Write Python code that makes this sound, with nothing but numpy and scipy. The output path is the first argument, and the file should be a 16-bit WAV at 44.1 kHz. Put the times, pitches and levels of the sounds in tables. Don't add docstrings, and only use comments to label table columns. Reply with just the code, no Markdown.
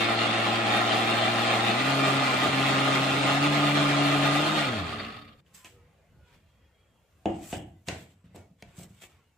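import sys
import numpy as np
from scipy import signal
from scipy.fft import rfft, irfft, next_fast_len
from scipy.io import wavfile
from scipy.ndimage import uniform_filter1d, map_coordinates

SR = 44100
rng = np.random.default_rng(int(sys.argv[2]) if len(sys.argv) > 2 else 0)


def unload_audio(sound):
    columns = np.transpose(np.atleast_2d(sound))
    steps = np.round(np.clip(columns, -1, 1) * 32767)
    wavfile.write(sys.argv[1], SR, steps.astype(np.int16))


def gain_from_decibels(decibels):
    exponent = np.asarray(decibels, float) / 20
    return 10 ** exponent


N = 413254
TIME_S = np.arange(N) / SR
PORTS = np.array([[1], [-1]])
SCENE_CHANGE_S = 5.408


def unit(x):
    return x / np.sqrt(np.mean(x ** 2) + 1e-20)


def along(points, hz):
    f, v = np.transpose(points)
    return np.interp(np.log(hz + 1), np.log(f + 1), v)


def curves(rows, edge_s=0.034):
    s, *columns = np.transpose(rows)
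    padded_s = np.r_[s[0] - edge_s, s, s[-1] + edge_s]
    out = []
    for c in columns:
        if c[0] < 0:
            out.append(np.interp(TIME_S, padded_s, np.r_[min(c[0], -120), c, min(c[-1], -120)]))
        else:
            out.append(np.interp(TIME_S, s, c))
    return out


def wobble(rate_hz):
    knots = rng.standard_normal(int(N * rate_hz / SR) + 4)
    return map_coordinates(knots, [np.arange(N) * rate_hz / SR])


def filtered(x, response):
    n = x.shape[-1]
    m = next_fast_len(n + 8192)
    return irfft(rfft(x, m) * response(np.fft.rfftfreq(m, 1 / SR)), m)[..., :n]


def modes(table):
    def response(f):
        total = 0
        for k, (hz, width_hz, db) in enumerate(sorted(table)):
            damping = 1j * f * width_hz
            total = total + (-1) ** k * gain_from_decibels(db) * damping / (hz * hz - f * f + damping)
        return total
    return response


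def scattered(table, spread_db=5):
    return [(hz, width_hz, db + spread_db * rng.standard_normal()) for hz, width_hz, db in table]


# frequency in Hz, left-right likeness.
PORT_LIKENESS = [(60, 0.92), (120, 1), (240, 0.84), (480, 0.89), (950, 0.59), (1890, 0.65), (3770, 0.3),
                 (7520, 0.18), (15000, 0.5)]
# frequency in Hz, left minus right in dB.
PORT_LEAN = [(60, 0), (110, -0.5), (200, -1), (380, 5.5), (700, 1), (1290, -2), (2380, 0.5), (4400, 0.5),
             (8120, -1), (15000, 7.5)]


def rush(gain, gate=1, patchy_db=1.0, streak_db=0):
    z = signal.stft(rng.standard_normal((2, N)), nperseg=1024)[2]
    chance = rng.standard_normal(z.shape[1:])
    patches = uniform_filter1d(uniform_filter1d(chance, 3, 0), 6, 1)
    streaks = uniform_filter1d(chance[::-1], size=6, axis=1)
    uneven_db = np.clip(patchy_db, 0, 3) * unit(patches) + streak_db * unit(streaks)
    pair = gate * signal.istft(z * gain_from_decibels(uneven_db), nperseg=1024)[1][:, :N]

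    def mid_side(hz):
        turn = np.arccos(np.clip(along(PORT_LIKENESS, hz), -1, 1)) / 2
        return gain(hz) * np.array([np.cos(turn), np.sin(turn)])
    mid, side = filtered(pair, mid_side)
    leaning = lambda hz: gain_from_decibels(np.outer([.5, -.5], along(PORT_LEAN, hz)))
    return unit(filtered(np.array([mid + side, mid - side]), leaning))


def tiles(x, echo_db=-10, colour=.15):
    delay_s = rng.uniform(.0005, .006, (2, 10, 1))
    sign = rng.choice([-1, 1], (2, 10, 1))

    def response(f):
        copies = (sign * np.exp(-2j * np.pi * f * delay_s)).sum(1)
        path = 1 + gain_from_decibels(echo_db) * copies / (1 + (450 / (f + 1)) ** 4)
        return path / (abs(path) + 0.08) ** (1 - colour)
    return filtered(x, response)


# level in dB over the unbalance, tilt in dB per Hz away from low speed.
LOW_ORDERS = [(0.5, 0), (-0.14, 0.0668), (0, -0.5863), (-10.5, -.5)]


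def shaft_tones(speed_hz, unbalance_db, angle):
    low_speed_hz, stumble_s, spread_s, stumble_rad = 115, 2.39, .15, .9
    lean_db, lead_rad = 0.8, 0.099
    stumble = stumble_rad * np.exp(-((TIME_S - stumble_s) / spread_s) ** 4) * wobble(30)
    out = 0
    for k, (db, tilt) in enumerate(LOW_ORDERS, 1):
        level_db = unbalance_db + db + tilt * abs(speed_hz - low_speed_hz) + 0.47 * k * wobble(15)
        phase = k * (angle + stumble) + k * k + PORTS * lead_rad * k
        out = out + gain_from_decibels(level_db + PORTS * lean_db * (k - 0.8)) * np.sin(phase)
    return out


# multiple of shaft speed, level in dB.
WHINE_ORDERS = [(5, -53), (6, -42.5), (7, -51), (8, -48), (9, -46.5), (11, -48.5), (14, -55), (16, -49.5),
                (18, -53), (19, -46), (20, -47.5), (23, -53), (24, -50), (27, -53.5)]


def whine(angle, load_db):
    def one_port():
        out = 0
        for k, db in WHINE_ORDERS:
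            level_db = db - 2.5 + load_db + 3.6 * wobble(11)
            out = out + gain_from_decibels(level_db) * np.sin(k * angle + 1.4 * wobble(20))
        return out
    return np.array([one_port() for port in range(2)])


# frequency in Hz, width in Hz, level in dB.
JAR_SLOW_MODES = [(215.6, 19, 1), (220.7, 11, 0.5), (297.6, 17, -0.5), (430.4, 12, -4), (525, 83, -9.5),
                  (587, 18, -4.5), (636, 45, -4.5), (690, 38, -2), (744, 28, -1), (820, 40, -1),
                  (870, 61, -8), (945, 90, -12), (1016, 40, -8), (1043, 22, -4), (1150, 45, -4),
                  (1223, 35, -4.5), (1270, 37, -2), (1388, 100, -9)]
JAR_FAST_MODES = [(164, 30, -10), (215, 22, -3.5), (293, 18, -1), (411, 110, -9.5), (515, 73, -7),
                  (640.5, 102.4, -2), (760, 118, -2), (852, 130, -4.5), (1044.5, 33, -5), (1120, 40, -6),
                  (1163, 25, -4), (1214.4, 30, 0.5), (1266, 30, -1), (1352, 82, -7.5), (1445, 30, -6)]
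JAR_COAST_MODES = [(137, 24.8, -17.5), (221, 14, 5), (289.5, 6.4, 4), (426, 45, -3), (620, 50, -3),
                   (747, 70, -5), (1135, 39, 4), (1264, 50, 3.5)]


def churning(speed_hz, throb, load_db, surge_db):
    level_db = -27 + load_db + surge_db
    fast = np.clip((np.maximum.accumulate(speed_hz) - 118) / 14, 0, 1)
    slow_jar = rush(modes(JAR_SLOW_MODES), throb, patchy_db=.5, streak_db=1.5)
    fast_jar = rush(modes(JAR_FAST_MODES), throb, patchy_db=.5, streak_db=1.5)
    powered = gain_from_decibels(level_db) * (np.sqrt(1 - fast) * slow_jar + np.sqrt(fast) * fast_jar)
    switch_off_s = 4.75
    coast = np.clip((TIME_S - switch_off_s) / 0.49, 0, 1)
    coasting = gain_from_decibels(level_db + 1.5) * rush(modes(JAR_COAST_MODES))
    return np.sqrt(1 - coast) * powered + np.sqrt(coast) * coasting


# frequency in Hz, density in dB per Hz.
FAN_AIR = [(760, -30.5), (1300, -10), (1570, -6), (2020, -5), (3000, -5.5), (3630, -7.5), (3950, -10.5),
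           (4310, -13), (5600, -29), (7280, -54.5), (12300, -120)]
# frequency in Hz, width in Hz, level in dB.
VENT_MODES = [(1732, 21, 0.5), (1880, 25, 0), (2045, 34, 1.5), (2076, 28, -4), (2200, 30, -2),
              (2368, 25, 0), (2576, 74, -4), (2818, 23, 2), (3217, 70, -3.5), (3658, 60, 0),
              (4190, 52, 2.5), (4440, 34, 2), (4715, 50, 3.5), (5100, 32, 9.5)]


def cooling_fan(throb, load_db, surge_db):
    vented = lambda hz: gain_from_decibels(along(FAN_AIR, hz)) * (.85 + abs(modes(VENT_MODES)(hz)))
    return gain_from_decibels(-28.5 + 0.95 * load_db + surge_db) * rush(vented, throb, patchy_db=.5, streak_db=3.3)


# frequency in Hz, density in dB per Hz.
FIZZ_COLOUR = [(2650, -54), (4500, -22.5), (5210, -6.5), (5670, -9), (7220, -7.5), (10200, -11.5),
               (10800, -11), (11700, -11), (12100, -16.5), (14900, -15), (15800, -33.5)]
WHISTLE_COLOUR = [(9500, -40), (11500, -1), (14500, 0), (15800, -9.5)]


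def fizz(throb, load_db, surge_db, off):
    fizz_db = -44 + 2.5 * np.clip(TIME_S / 2.1, 0, 1) + 1.2 * load_db
    brush_noise = gain_from_decibels(fizz_db + surge_db) * rush(lambda hz: gain_from_decibels(along(FIZZ_COLOUR, hz)), throb, streak_db=2)
    whistle = rush(lambda hz: gain_from_decibels(along(WHISTLE_COLOUR, hz)))
    return brush_noise + off * gain_from_decibels(-66 + .5 * load_db) * whistle


# frequency in Hz, width in Hz, level in dB.
SLAB_MODES = [(42, 13, -12.5), (97, 13, 4), (140, 39, -4.5), (214.7, 20, -11), (286, 10, -14.5)]
# frequency in Hz, width in Hz, level in dB.
FEET_MODES = [(44, 18, 0)]
VORTEX_S = (2.0, 2.4, 3.3, 3.7)


def counter_shake(unbalance_db, load_db, off):
    excess_db = unbalance_db - SHAFT_RUN[0][2]
    vortex_db = np.interp(TIME_S, VORTEX_S, [0, 8.5, 8.5, 4.25])
    powered_db = -58.5 + .2 * excess_db + vortex_db
    coasting_db = -42 + 0.45 * load_db
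    slab = gain_from_decibels((1 - off) * powered_db + off * coasting_db) * rush(modes(SLAB_MODES))
    rock = gain_from_decibels(-72.5 + 1.4 * excess_db) * rush(modes(FEET_MODES))
    return slab + (TIME_S > VORTEX_S[1]) * rock


def rattle(angle, load_db, off):
    pulses = unit(np.exp(45 * (np.cos(angle) - 1)))
    jolts = off * gain_from_decibels(0.82 * load_db + 1.6 * wobble(23)) * pulses
    return gain_from_decibels(-27.5) * filtered(jolts, modes(JAR_COAST_MODES))


# time in seconds, shaft speed in Hz, unbalance in dB.
SHAFT_RUN = [(0.0, 114.5, -40), (1.72, 117.2, -38), (1.81, 127.6, -39), (1.9, 136.4, -33.5),
             (2.17, 136.5, -33), (2.31, 130, -39.5), (2.47, 133, -38), (2.56, 135.3, -34),
             (3.14, 135.3, -35), (3.27, 136.4, -34), (3.5, 145.6, -31), (4.29, 141.8, -31),
             (4.55, 156, -37.5), (4.63, 144, -37), (4.83, 86, -40), (4.95, 74, -54), (5.2, 38, -72),
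             (5.4, 8.9, -85)]


def motor():
    power_cut_s, cut_hz, coast_power = 4.6, 157.7, 1.83
    speed_hz, unbalance_db = curves(SHAFT_RUN)
    off = np.clip((TIME_S - power_cut_s) / 0.2, 0, 1)
    slowing_db = 20 * np.log10(np.clip(speed_hz / cut_hz, 1e-3, 1))
    load_db = (TIME_S > power_cut_s) * coast_power * slowing_db
    angle = 2 * np.pi * np.cumsum(speed_hz + 0.396 * wobble(25)) / SR
    tones = shaft_tones(speed_hz, unbalance_db, angle) + whine(angle, load_db)
    throb = (1 + .33 * np.cos(angle) + .14 * np.cos(2 * angle)) * gain_from_decibels(.8 * wobble(350))
    surge_db = 0.16 * wobble(9) + 0.89 * wobble(30) + off * 0.64 * wobble(14)
    noise = churning(speed_hz, throb, load_db, surge_db) + cooling_fan(throb, load_db, surge_db)
    noise = noise + fizz(throb, load_db, surge_db, off) + rattle(angle, load_db, off)
    return np.sqrt(2) * tones + tiles(noise) + counter_shake(unbalance_db, load_db, off)


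# start in seconds, length in seconds, frequency in Hz, level in dB, unsteadiness in rad.
SQUEAK_EVENTS = [(5.64, .035, 2540, -57, .5), (7.74, .08, 2000, -80, 1.5), (7.26, .12, 2800, -59, 1.5),
                 (8.36, .11, 2220, -71, 1.5), (5.71, .18, 480, -63.5, 1.2), (5.68, .14, 385, -70, 1.4),
                 (5.74, .1, 1270, -74, 2), (4.75, .16, 294, -42, .8), (4.99, .22, 215, -52, .8),
                 (6.13, .2, 1450, -74, .9), (6.24, .11, 960, -74, .8), (6.15, .12, 860, -77, 1.2),
                 (5.55, .07, 1040, -68, 1.5), (5.62, .08, 1020, -62, 2), (5.63, .06, 1270, -66, 2),
                 (5.48, .08, 1100, -74, 2.5), (6.36, .75, 3260, -79, 2), (6.69, .2, 3270, -76, 2.2),
                 (8.37, .07, 1400, -70, 2), (9.16, .06, 1090, -75, 1.5), (9.18, .08, 1350, -78, 2),
                 (8.853, .02, 2000, -70, 1), (8.835, .03, 3050, -68, 1), (6.2, .17, 2530, -77, 2.5),
                 (6.03, .06, 670, -74, 4), (6.42, .08, 640, -77, 4), (7.0, .06, 600, -76, 5),
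                 (6.75, .08, 2330, -79, 2), (6.65, .1, 2780, -85, 3), (9.02, .03, 2300, -60, 1.5),
                 (9.055, .045, 2250, -67, 1.2), (9.1, .1, 2300, -76, 2), (7.75, .07, 3600, -84, .8),
                 (9.23, .09, 2880, -78, 1.5)]


def squeaks():
    out = 0
    for s, length_s, hz, db, shaky_rad in SQUEAK_EVENTS:
        swell = np.sqrt(abs(np.sin(np.pi * np.clip((TIME_S - s) / length_s, 0, 1))))
        level = gain_from_decibels(db - 2 + 2 * wobble(35))
        out = out + level * swell * np.sin(2 * np.pi * hz * TIME_S + shaky_rad * wobble(40))
    return np.sqrt(2) * out


# start in seconds, level in dB.
BRUSH_EVENTS = [(4.7782, -36), (4.8307, -38), (4.8826, -35), (4.9165, -36), (4.9894, -31), (5.0328, -40),
                (5.0911, -47), (5.1245, -47), (5.1625, -44), (5.2098, -46), (5.2717, -53), (5.3855, -62)]
# frequency in Hz, width in Hz, level in dB.
BRUSH_MODES = [(1170, 130, 2), (1930, 220, -2.5), (2450, 230, -4), (3630, 90, 1), (4400, 92, -1),
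               (4650, 90, -3)]


def brushes():
    width_s = 0.013
    bursts = 0
    for s, db in BRUSH_EVENTS:
        bursts = bursts + gain_from_decibels(db - 5) * np.exp(-((TIME_S - s - width_s) / width_s) ** 2)
    return bursts * rush(modes(BRUSH_MODES))


# time in seconds, level in dB.
ARMS_BUSY = [(5.3, -68), (5.38, -69.5), (5.72, -70.5), (6.3, -70), (7.05, -73), (7.24, -70), (7.42, -62),
             (7.48, -71), (7.53, -54), (7.66, -72.5), (8.2, -82), (8.4, -66), (8.55, -79), (8.69, -65),
             (8.82, -70), (9.0, -72), (9.37, -76)]
# frequency in Hz, density in dB per Hz.
MURMUR_COLOUR = [(110, -28), (170, -15), (550, -6.5), (900, -13.5), (2700, -15.5), (3700, -24.5),
                 (6000, -31), (9000, -68.5)]
# frequency in Hz, density in dB per Hz.
HISS_COLOUR = [(2060, -39.5), (3500, -7.5), (5830, -8.5), (7120, -2.5), (7670, -6), (10000, -10),
               (15500, -12.5)]
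# time in seconds, level in dB.
HISS_LEVEL = [(5.3, -84), (5.41, -76), (5.43, -87), (5.47, -78), (6.0, -81), (6.83, -82.5), (7.28, -76),
              (7.45, -70), (7.62, -85), (7.8, -79), (7.95, -78.5), (8.2, -99), (8.38, -80), (8.54, -84),
              (8.7, -86), (8.95, -77), (9.2, -85), (9.37, -81)]


def air():
    murmur = rush(lambda hz: gain_from_decibels(along(MURMUR_COLOUR, hz)), patchy_db=6.5, streak_db=2.5)
    murmur = gain_from_decibels(curves(ARMS_BUSY)[0] + 1.6 * wobble(8.4)) * murmur
    hiss = rush(lambda hz: gain_from_decibels(along(HISS_COLOUR, hz)), patchy_db=3.0)
    return murmur + gain_from_decibels(curves(HISS_LEVEL)[0] + 1.5) * hiss


def hand_lumps():
    body = modes([(64.7, 19, -6.0), (92, 18, -3.0), (147, 59, -11.0)])
    return gain_from_decibels(curves(ARMS_BUSY)[0] + 7) * rush(body, gain_from_decibels(2.5 * wobble(18)))


# frequency in Hz, t60 in seconds.
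KITCHEN_T60 = [(100, 0.72), (400, 0.44), (1500, 0.41), (4000, 0.38), (10000, 0.29)]


def kitchen(x):
    hz, t, z = signal.stft(rng.standard_normal((2, int(.6 * SR))), SR, nperseg=256)
    decay = gain_from_decibels(-60 * t / np.maximum(along(KITCHEN_T60, hz), .05)[:, None])
    tail = signal.istft(z * decay, SR, nperseg=256)[1]
    both = tail.mean(0)
    near = lambda f: 1 / (1 + (f / 500) ** 2)
    tail = filtered(tail, lambda f: 1 - near(f)) + np.sqrt(2) * filtered(both, near)
    return signal.fftconvolve(x[None], tail / np.linalg.norm(tail[0]), axes=1)[:, :len(x)]


# time in seconds, counter thump in dB, hollow shell in dB, edge clack in dB, catch tick in dB.
BLOWS = [(5.461, -72, -75.5, -59, -80), (5.54, -59, -75, -63, -49), (5.644, -55, -48, -41.5, -39.5),
         (7.255, -26.5, -14, -31.5, -39.5), (7.526, -29, -23, -29, -49), (7.877, -31.5, -41, -47.5, -48),
         (7.883, -65, -25.5, -22.5, -26), (8.241, -46, -62, -70, -74), (8.279, -58, -76, -72, -83),
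         (8.344, -44.5, -40, -63, -70), (8.358, -57, -39, -51, -45.5), (8.509, -50.5, -74.5, -79, -84.5),
         (8.622, -44, -38.5, -38, -43), (8.781, -36.5, -54, -66, -62), (8.809, -42, -47, -60, -58),
         (8.822, -50, -52, -62, -60), (8.847, -56, -54, -62, -62), (8.831, -43.5, -50, -61, -55),
         (8.794, -51, -40, -58, -60), (8.904, -42, -63, -72, -68), (9.018, -53, -47, -55, -48),
         (9.034, -60, -46, -58, -56)]
# frequency in Hz, width in Hz, level in dB.
THUMP_MODES = [(90.6, 29, 0), (178, 42, 6)]
SHELL_MODES = [(326, 42, 4), (510, 170, -2.5), (714, 105, 8.5), (850, 260, -8.5)]
LOOSE_SHELL_MODES = [(243, 96, -4.5), (480, 180, -1.5), (670, 95, 5), (900, 250, -5)]
CLACK_MODES = [(1590, 210, 1), (2170, 1300, -2.5), (2834, 170, 8.5), (3250, 200, 1), (3860, 960, -12)]
LOOSE_CLACK_MODES = [(1050, 270, -8), (1480, 180, -1.5), (1900, 330, 0), (2300, 250, 2.5), (2710, 200, 1),
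                     (3270, 250, -2.5), (4200, 580, -8.5)]
TICK_MODES = [(5000, 2000, -7.5), (6600, 360, 2), (7300, 1100, -5.5), (12070, 3700, -17)]
JAR_HUM_MODES = [(212, 7, -5), (323, 6, -1), (361, 10, 0), (432, 9, -11), (570, 7, -13), (650, 7, 1),
                 (700, 6, -2), (756, 8, 0), (825, 7, -10), (969, 9, -13)]
RIM_MODES = [(1520, 14, -3), (1760, 12, -4), (2336, 10, -3), (2610, 8, 0), (2730, 9, -2), (2820, 8, 0),
             (2970, 9, -4), (3295, 11, -4)]
# frequency in Hz, level in dB.
WALL_COLOUR = [(90, 4), (180, -2.5), (320, 4), (700, 1), (950, 4.5), (1300, 5), (2800, 2), (8000, 1.5)]


def knocks():
    loose_s, lifted_s = 7.8, 8.5
    out = np.zeros((2, N + SR))
    t = np.arange(int(.6 * SR)) / SR
    push = np.exp(-t / 0.0014)
    snap = (t == 0) * 1.
    peaked = lambda x: x / np.max(abs(x))
    thump, tight, loose = [filtered(push, modes(m)) for m in (THUMP_MODES, SHELL_MODES, LOOSE_SHELL_MODES)]

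    def gripped(table):
        return [(hz * (1 + .015 * rng.standard_normal()), width_hz, db) for hz, width_hz, db in table]

    for s, *part_db in BLOWS:
        shell, edge = (tight, CLACK_MODES) if s < loose_s else (loose, LOOSE_CLACK_MODES)
        chatter = np.exp(-(t / 0.0033) ** 2) * rng.standard_normal(len(t))
        small_parts = [gripped(edge), gripped(TICK_MODES)]

        def struck(hit):
            parts = [thump, shell] + [filtered(hit, modes(m)) for m in small_parts]
            return sum(gain_from_decibels(db) * peaked(p) for p, db in zip(parts, part_db))
        late = np.pad(struck(snap), (180, 0))[:len(t)]
        back = kitchen(filtered(late, lambda hz: gain_from_decibels(along(WALL_COLOUR, hz))))
        hum = filtered(push, modes(scattered(JAR_HUM_MODES)))
        rim = filtered(chatter, modes(scattered(RIM_MODES)))
        blow = struck(chatter) + gain_from_decibels(-7 * (s > lifted_s)) * back
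        blow = blow + gain_from_decibels(part_db[1] - 11) * peaked(hum) + gain_from_decibels(part_db[2] - 17) * peaked(rim)
        out[:, round((s + .0015) * SR):][:, :len(t)] += blow
    return out[:, :N]


# peak in seconds, 20 dB rise in seconds, 20 dB fall in seconds, rub in dB, gasket hiss in dB.
RUB_STROKES = [(5.472, .015, .15, -72, -84), (5.548, .012, 0.13, -61, -53), (5.61, .06, .04, -60, -66),
               (5.655, 0.012, 0.1, -55, -59), (6.28, 0.07, 0.15, -66.5, -80), (6.345, 0.06, 0.07, -67, -82),
               (6.5, .15, .2, -74, -92), (6.8, .1, .1, -75, -88), (7.3, 0.04, 0.3, -59, -68),
               (7.52, 0.13, 0.1, -51, -43), (7.536, 0.015, 0.04, -45.5, -55.5), (7.875, .01, 0.2, -48, -50),
               (8.25, .012, .08, -71, -86), (8.352, .01, .1, -58, -63), (8.615, .06, .05, -68, -78),
               (8.69, .08, .1, -70, -76), (8.79, .045, 0.04, -58, -52), (8.812, .03, .03, -58, -57),
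               (8.835, .03, .04, -58, -55), (8.91, 0.1, .1, -69, -71), (8.985, .1, .05, -68, -68),
               (9.022, .02, .04, -55, -58), (9.036, .025, .04, -55, -57), (9.056, .025, .05, -59, -60),
               (9.12, .06, 0.2, -65, -73)]


def rubs():
    gains = 0
    for s, rise_s, fall_s, rub_db, hiss_db in RUB_STROKES:
        drop_db = 20 * np.maximum((s - TIME_S) / rise_s, (TIME_S - s) / fall_s)
        gains = gains + gain_from_decibels(np.array([[rub_db], [hiss_db]]) - drop_db)
    sliding, hissing = gains
    grain = gain_from_decibels(1.3 * wobble(300) + 1.3 * wobble(40))
    plastic = modes([(1240, 1600, -7.5), (2310, 570, -1.5), (3250, 890, -6.0)])
    gasket = modes([(5300, 3000, -15.0), (7700, 900, -1.0), (8160, 760, -1.5), (11440, 5700, -16.5),
                    (14700, 1500, -14.5)])
    return sliding * rush(plastic, grain, patchy_db=7.5) + hissing * rush(gasket, grain, patchy_db=5.5)


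def scene():
    since_s = TIME_S - SCENE_CHANGE_S
    running = np.clip(-since_s / 0.0031, 0, 1)
    machine = running * (motor() + brushes())
    room = np.maximum(running, np.clip(since_s / 0.056, .45, 1)) * air()
    return machine + squeaks() + room + hand_lumps() + knocks() + rubs()


# frequency in Hz, margin in dB.
LINE_MARGIN = [(4000, -30), (8000, -2.5), (10000, 1), (15000, 2.5)]
# frequency in Hz, threshold in spreads.
BAND_DROPOUT = [(8500, -2.2), (9500, -.5), (11000, .5), (12300, .6), (13300, .8), (14000, .5), (14700, 0),
                (15300, 1.1)]


def thin_treble(x):
    lead, top_hz, loud_db = 791, 15480, -32
    easy_db, easy_margin_db = -46, -4.5
    eases = .09
    pair = np.pad([x[0] + x[1], x[0] - x[1]], ((0, 0), (lead, 0))) / 2
    hz, _, z = signal.stft(pair, SR, window="cosine", nperseg=2048)
    power = abs(z) ** 2
    around = uniform_filter1d(power, size=48, axis=1)
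    frame_power = power.sum((0, 1))
    chance = rng.standard_normal((2, len(hz) // 16 + 1, z.shape[2]))
    chance = unit(uniform_filter1d(chance, size=2, axis=2))
    chance = np.repeat(chance, 16, axis=1)[:, :len(hz)]
    dropout = np.where(hz > 8000, along(BAND_DROPOUT, hz) - [[0], [.35]], -9)[..., None]
    under_db = np.clip(loud_db - 10 * np.log10(frame_power + 1e-12), 0, 30)
    band_kept = chance > dropout - eases * under_db
    easy = frame_power < gain_from_decibels(easy_db) ** 2
    margin_db = along(LINE_MARGIN, hz)[:, None] + easy_margin_db * easy
    line_kept = power > around * gain_from_decibels(margin_db) ** 2
    kept = (easy | band_kept) & line_kept & (hz < top_hz)[:, None]
    mid, side = signal.istft(z * kept, SR, window="cosine", nperseg=2048)[1][:, lead:lead + N]
    return np.array([mid + side, mid - side])


def top_cut(x):
    return signal.sosfilt(signal.butter(12, 16060, fs=SR, output="sos"), x)


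def record(dry):
    mix = thin_treble(dry)
    return top_cut(mix)


dry = scene()
out = record(dry)
unload_audio(out)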